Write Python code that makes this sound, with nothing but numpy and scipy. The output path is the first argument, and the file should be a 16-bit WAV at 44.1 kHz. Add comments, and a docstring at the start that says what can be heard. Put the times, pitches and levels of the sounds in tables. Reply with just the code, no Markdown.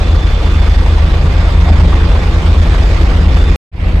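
"""A diesel snow blower cuts through a deep drift. Its exhaust throbs at multiples of the crank rate, the
impeller and drive drone, a pump hums and a turbo whistles. Snow roars out of the chute over a turbulent
rumble, with crumbs pattering and a few lumps knocking on the metal. The bass overloads the microphone.
Near the end the sound cuts out with a tick and fades back in, duller, from behind a snow bank."""
import sys
import numpy as np
from scipy import signal
from scipy.fft import rfft, irfft
from scipy.io import wavfile
from scipy.ndimage import uniform_filter1d

SR = 44100
rng = np.random.default_rng(int(sys.argv[2]) if len(sys.argv) > 2 else 0)


def dump(signal):
    """Clip the signal to [-1, 1] and save it as 16-bit WAV at the path in sys.argv[1]."""
    limited = np.clip(np.atleast_2d(signal).T, -1, 1)
    pcm = np.round(limited * 32767).astype(np.int16)
    wavfile.write(sys.argv[1], SR, pcm)


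N = 176400
T = np.arange(N) / SR
HZ = np.fft.rfftfreq(N, 1 / SR)
CUT_S, RETURN_S = 3.5598, 3.7157


def amp(db):
    """Decibels to gain."""
    return 10 ** (np.asarray(db) / 20)


def unit(x):
    """Scales to rms 1."""
    return x / np.sqrt(np.mean(x ** 2) + 1e-20)


def curve(rows):
    """Automation curve through rows of time_s, value."""
    return np.interp(T, *np.transpose(rows))


def spectrum(rows):
    """Curve through rows of freq_hz, value, on a log-frequency axis."""
    hz, value = np.transpose(rows)
    return np.interp(np.log(HZ + 1), np.log(hz + 1), value)


def noise(gains):
    """Noise of rms 1, coloured by a gain at each frequency."""
    return unit(irfft(rfft(rng.standard_normal(N)) * gains, N))


def drift(rate_hz):
    """Smooth random wander of rms 1, up to about the given rate."""
    return noise(np.exp(-(HZ / rate_hz) ** 2) * (HZ > 0))


def resonance(hz, width_hz):
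    """Noise ringing in one resonance."""
    return noise(1 / (1 + ((HZ - hz) / width_hz) ** 2))


def tone(cycles, rms_db):
    """A sine that follows a running count of cycles."""
    return np.sqrt(2) * amp(rms_db) * np.sin(2 * np.pi * cycles)


# Stereo balance: freq_hz, left_minus_right_db
BALANCE = [(200, 1), (450, 0.8), (750, 0.5), (1100, -1), (1600, -1.3), (2400, -5), (3500, -4), (4900, -9),
           (5900, -1.5), (6700, 1), (8200, 11), (9200, 3), (12700, 2.5)]
# Likeness of the two channels: freq_hz, coherence (0-1)
COHERENCE = [(100, 0.98), (300, 0.87), (600, 0.76), (1100, 0.52), (1500, 0.32), (2300, 0.13), (3400, 0.387),
             (4500, .12), (5600, 0.15), (6300, 0.63), (8200, 0.18), (9500, 0.88), (12500, 0.69)]
# Phase between the channels: freq_hz, left_lead_rad
LEFT_LEAD = [(100, 0), (500, -0.06), (1100, 0.13), (1500, -1.53), (1900, -3), (2300, 1.87), (3200, 0),
             (4500, -0.3), (6000, 0.5)]

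def spread(a, b):
    """Spreads two unrelated sounds over a pair of microphones."""
    left, alike = rfft(a), np.clip(spectrum(COHERENCE), 0, 1)
    right = (alike * left + np.sqrt(1 - alike ** 2) * rfft(b)) * np.exp(-1j * spectrum(LEFT_LEAD))
    tilt = amp(spectrum(BALANCE) / 2)
    return irfft(np.array([left * tilt, right / tilt]), N)


# Engine speed: time_s, turns_per_s
CRANK_SPEED = [(0, 25.32), (.85, 25.17), (1.15, 25.55), (2, 25.61), (2.6, 25.58), (4, 25.58)]

def crankshaft(first_beat_s=.0173, skip_turns=.22):
    """Running count of engine turns; the beat slips by part of a turn at the cut."""
    turns = np.cumsum(curve(CRANK_SPEED)) / SR
    return turns - first_beat_s * CRANK_SPEED[0][1] - skip_turns * (T > CUT_S)


# Exhaust partials before the low cut: crank_multiple, level_db
EXHAUST_ORDERS = [(1, -17), (2, -11.5), (3, -12.3), (4, -31), (5, -37.5), (7, -35), (8, -41.5), (9, -37.5)]

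def exhaust(turns, waver_db=.92, jitter_turns=.004, low_cut_hz=23):
    """Low crank orders pile up into a throb once a turn; a gentle low cut thins the deepest throb."""
    turns = turns + jitter_turns * drift(4.8)
    puffs = sum(tone(order * turns, db + waver_db * drift(1.3)) for order, db in EXHAUST_ORDERS)
    return signal.lfilter(*signal.butter(1, low_cut_hz, "high", fs=SR), puffs)


# Colour of the rumble: freq_hz, gain_db
RUMBLE_EQ = [(8, -19.5), (20, -11.5), (33, 1), (58, 1), (80, 2.5), (105, -6), (140, -6.5), (200, -30.5),
             (400, -60), (2000, -120)]

def rumble(load):
    """Low turbulence of the auger and chute, a little stronger under load."""
    return noise(amp(spectrum(RUMBLE_EQ))) * amp(-16.65 + 1.1 * load)


# Colour of the thrown snow: freq_hz, gain_db
ROAR_EQ = [(60, -19.5), (150, 3), (230, -0.5), (330, -1.5), (480, -1), (620, -4), (900, -6), (1150, -8),
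           (1450, -9), (2200, -11.5), (3200, -15.5), (4200, -19.5), (5100, -22.5), (6200, -27.5),
           (8400, -34.5), (9800, -45.5), (12500, -43)]
# Ride on the high snow spray: time_s, gain_db
SPRAY_RIDE = [(0, 1), (.6, 2), (1.3, 1.8), (2, 1.8), (2.5, 2.5), (2.9, 3.5), (3.3, 2.5), (3.6, 2.5),
              (4, 3.5)]

def snow_roar(turns, load, level_db=-21.5, patch_db=1.72, flicker_db=.55, throb=.12, churn=.1):
    """Thrown snow and machine clatter: patchy noise that pulses with each engine turn."""
    # Two noise spectrograms share the same louder and softer patches in time and frequency.
    re_a, im_a, re_b, im_b, patches = rng.standard_normal((N // 128 + 5, 257, 5)).T
    patches = uniform_filter1d(patches, size=5, axis=0)
    patches = unit(uniform_filter1d(patches, size=16, axis=1))
    frames = np.array([re_a + 1j * im_a, re_b + 1j * im_b]) * amp(patch_db * patches)
    patchy = signal.istft(frames, nperseg=512, noverlap=384)[1][:, :N]
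    coloured = rfft(patchy) * amp(spectrum(ROAR_EQ))
    lows = 1 / (1 + (HZ / 1500) ** 2)
    body = irfft(coloured * lows, N) * amp(2.5 * load)
    spray = irfft(coloured * (1 - lows), N) * amp(curve(SPRAY_RIDE))
    pulse = 1 + throb * (np.sin(np.pi * turns) ** 2 - .5) + churn * drift(160)
    return spread(*unit(body + spray) * pulse * amp(level_db + flicker_db * drift(32)))


# Impeller partials: blade_rate_multiple, level_db
BLADE_PARTIALS = [(1, -16), (2, -25)]

def impeller(blade_hz=39, first_blade_s=.019):
    """Passing blades drone; their second partial beats slowly against the engine's firing."""
    passes = blade_hz * (T - first_blade_s)
    return sum(tone(multiple * passes, db) for multiple, db in BLADE_PARTIALS)


# Drive hums: full_speed_pitch_hz, loaded_level_db, unloaded_drop_db, waver_db, jitter_cycles
DRIVE_HUMS = [(85.7, -16, 7.5, 1.7, 0.014), (170.4, -30.5, 9.5, 3.5, 0.087), (262, -38, 3.5, 3, .2)]

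def drive(turns, load):
    """The hums of the drive follow the engine speed and swell with the load."""
    engine_clock_s = turns / CRANK_SPEED[-1][1]
    hum = np.zeros(N)
    for hz, db, drop, waver, jitter in DRIVE_HUMS:
        level_db = db - drop * (1 - load) + waver * drift(4.2)
        hum += tone(hz * engine_clock_s + jitter * drift(5.3), level_db)
    return hum


# Pump tuning: time_s, pitch_hz
PUMP_GLIDE = [(0, 162.5), (.9, 161.3), (1.25, 164), (1.55, 165.8), (2.4, 165.8), (3, 164.7), (4, 164.3)]
# Pump partials: pitch_multiple, loaded_level_db, unloaded_drop_db
PUMP_PARTIALS = [(1, -27.5, 5), (2, -34, 4), (3, -40, 5.5)]

def pump(load, waver_db=1, jitter_cycles=.035):
    """A hydraulic pump hums at its own, slightly wandering speed."""
    cycles = np.cumsum(curve(PUMP_GLIDE)) / SR + jitter_cycles * drift(6)
    return sum(tone(multiple * cycles, db - drop * (1 - load) + waver_db * drift(5))
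               for multiple, db, drop in PUMP_PARTIALS)


# Turbo tuning: time_s, pitch_hz
TURBO_GLIDE = [(0, 3485), (.15, 3500), (.7, 3495), (.95, 3490), (1.15, 3515), (1.4, 3535), (1.58, 3544),
               (1.68, 3528), (1.85, 3555), (2.05, 3525), (2.45, 3528), (2.55, 3540), (2.63, 3522),
               (2.75, 3545), (3.32, 3540), (3.4, 3512), (3.52, 3542)]
# Turbo ride before flutter and panning: time_s, level_db
TURBO_RIDE = [(0, -44), (.06, -35), (.62, -36.5), (.85, -44), (.94, -39), (1, -41), (1.15, -39),
              (1.25, -47), (1.38, -41.5), (1.7, -37.5), (1.78, -47), (2.02, -38), (2.2, -36), (2.33, -52),
              (2.56, -35), (2.68, -43), (3.05, -53), (3.25, -42), (3.41, -34), (3.55, -42)]

def turbo(load, flutter_hz=17.9, flutter_db=2.5):
    """The turbo whistles right of centre and falters more under load."""
    unrest = .63 + .37 * load
    hz = curve(TURBO_GLIDE) + flutter_hz * unrest * drift(60)
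    level_db = curve(TURBO_RIDE) - flutter_db * unrest * drift(22) ** 2
    return tone(np.cumsum(hz) / SR, level_db) * amp([[-2.5], [1.5]])


# Gear whines before panning: pitch_hz, width_hz, level_db
GEAR_WHINES = [(1164, 36, -41), (1888, 7.5, -46.5), (2464, 5.2, -47.5)]

def gears():
    """Gears whine faintly in narrow bands, right of centre."""
    return sum(amp(db) * resonance(hz, width) for hz, width, db in GEAR_WHINES) * amp([[-4], [2]])


def crumbs(hits_per_s=150, level_db=-36.5, decay_s=.005):
    """Crumbs of snow patter on the chute, each ringing the metal briefly."""
    t, patter = T[:2048], np.zeros(N)
    pitches_hz = np.geomspace(350, 1800, num=16)
    for hz in pitches_hz:
        hits = rng.random(N) < hits_per_s / len(pitches_hz) / SR
        strength = amp(3.7 * np.minimum(rng.exponential(1, N), 3))
        ring = np.exp(-t / decay_s) * np.sin(2 * np.pi * hz * t) / np.sqrt(hz)
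        patter += signal.oaconvolve(hits * strength, ring)[:N]
    return amp(level_db) * unit(patter)


# Lumps in the chute: start_s, length_s, pitch_hz, width_hz, level_db
SNOW_LUMPS = [(1, 0.41, 135, 33, -21.5), (1.656, 0.055, 722.5, 20, -19.5), (1.672, 0.033, 650, 450, -23),
              (1.921, 0.022, 1150, 91, -22.5), (3.1, 0.23, 210, 50, -25)]

def lumps():
    """Large lumps knock and scrape through the chute, each a swell of ringing noise."""
    return sum(amp(db) * np.sin(np.pi * np.clip((T - start) / length, 0, 1)) * resonance(hz, width)
               for start, length, hz, width, db in SNOW_LUMPS)


# Shading by the snow bank: freq_hz, gain_db
BANK_EQ = [(50, -1.5), (80, -2.5), (170, -1), (400, -3.5), (900, -4.5), (1400, -6.5), (2200, -1.5),
           (4000, -6), (6500, -9.5), (12000, -3)]

def snow_bank(sound):
    """A bank of snow shades the machine, leaving it softer and duller."""
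    return irfft(rfft(sound) * amp(spectrum(BANK_EQ)), N)


# Load on the machine: time_s, load (0-1)
MACHINE_LOAD = [(0, 0.5), (.85, 0), (1.25, .8), (1.75, 0.99), (2.3, 1), (3.2, 0.98), (4, 0.89)]
# Engine effort, riding the exhaust and rumble: time_s, gain_db
EFFORT_RIDE = [(0, -1), (.35, -1.2), (.65, 1), (1.1, 0.4), (1.5, -2), (1.73, 3.5), (1.9, 3.5), (2.05, -.5),
               (2.25, -2.5), (2.75, 0.3), (3.05, -0.7), (3.35, 0.8), (3.53, 1.4), (4, 0.7)]

def scene():
    """The whole machine in the open, then behind the bank without its turbo and gear whines."""
    turns, load = crankshaft(), curve(MACHINE_LOAD)
    bass = (exhaust(turns) + spread(rumble(load), rumble(load))) * amp(curve(EFFORT_RIDE))
    machine = bass + snow_roar(turns, load) + impeller() + drive(turns, load) + pump(load)
    machine += lumps() + crumbs()
    return np.where(T < CUT_S, machine + turbo(load) + gears(), snow_bank(machine))


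def record(dry, ceiling=.94, overload_slope=.035, fade_s=.15, high_cut_hz=13100):
    """Overload flattens the bass peaks; the sound cuts out with a tick and fades back in."""
    clipped = np.clip(dry, -ceiling, ceiling)
    overloaded = clipped + overload_slope * (dry - clipped)
    gate = (T < CUT_S) + np.clip((T - RETURN_S) / fade_s, 0, 1)
    tick = amp(-9) * np.exp(-abs(T - CUT_S) / .00003)
    high_cut = signal.firwin(1023, high_cut_hz, window=("kaiser", 9), fs=SR)
    return signal.oaconvolve(overloaded * gate - tick, high_cut[None], "same")


dry = scene()
out = record(dry)
dump(out)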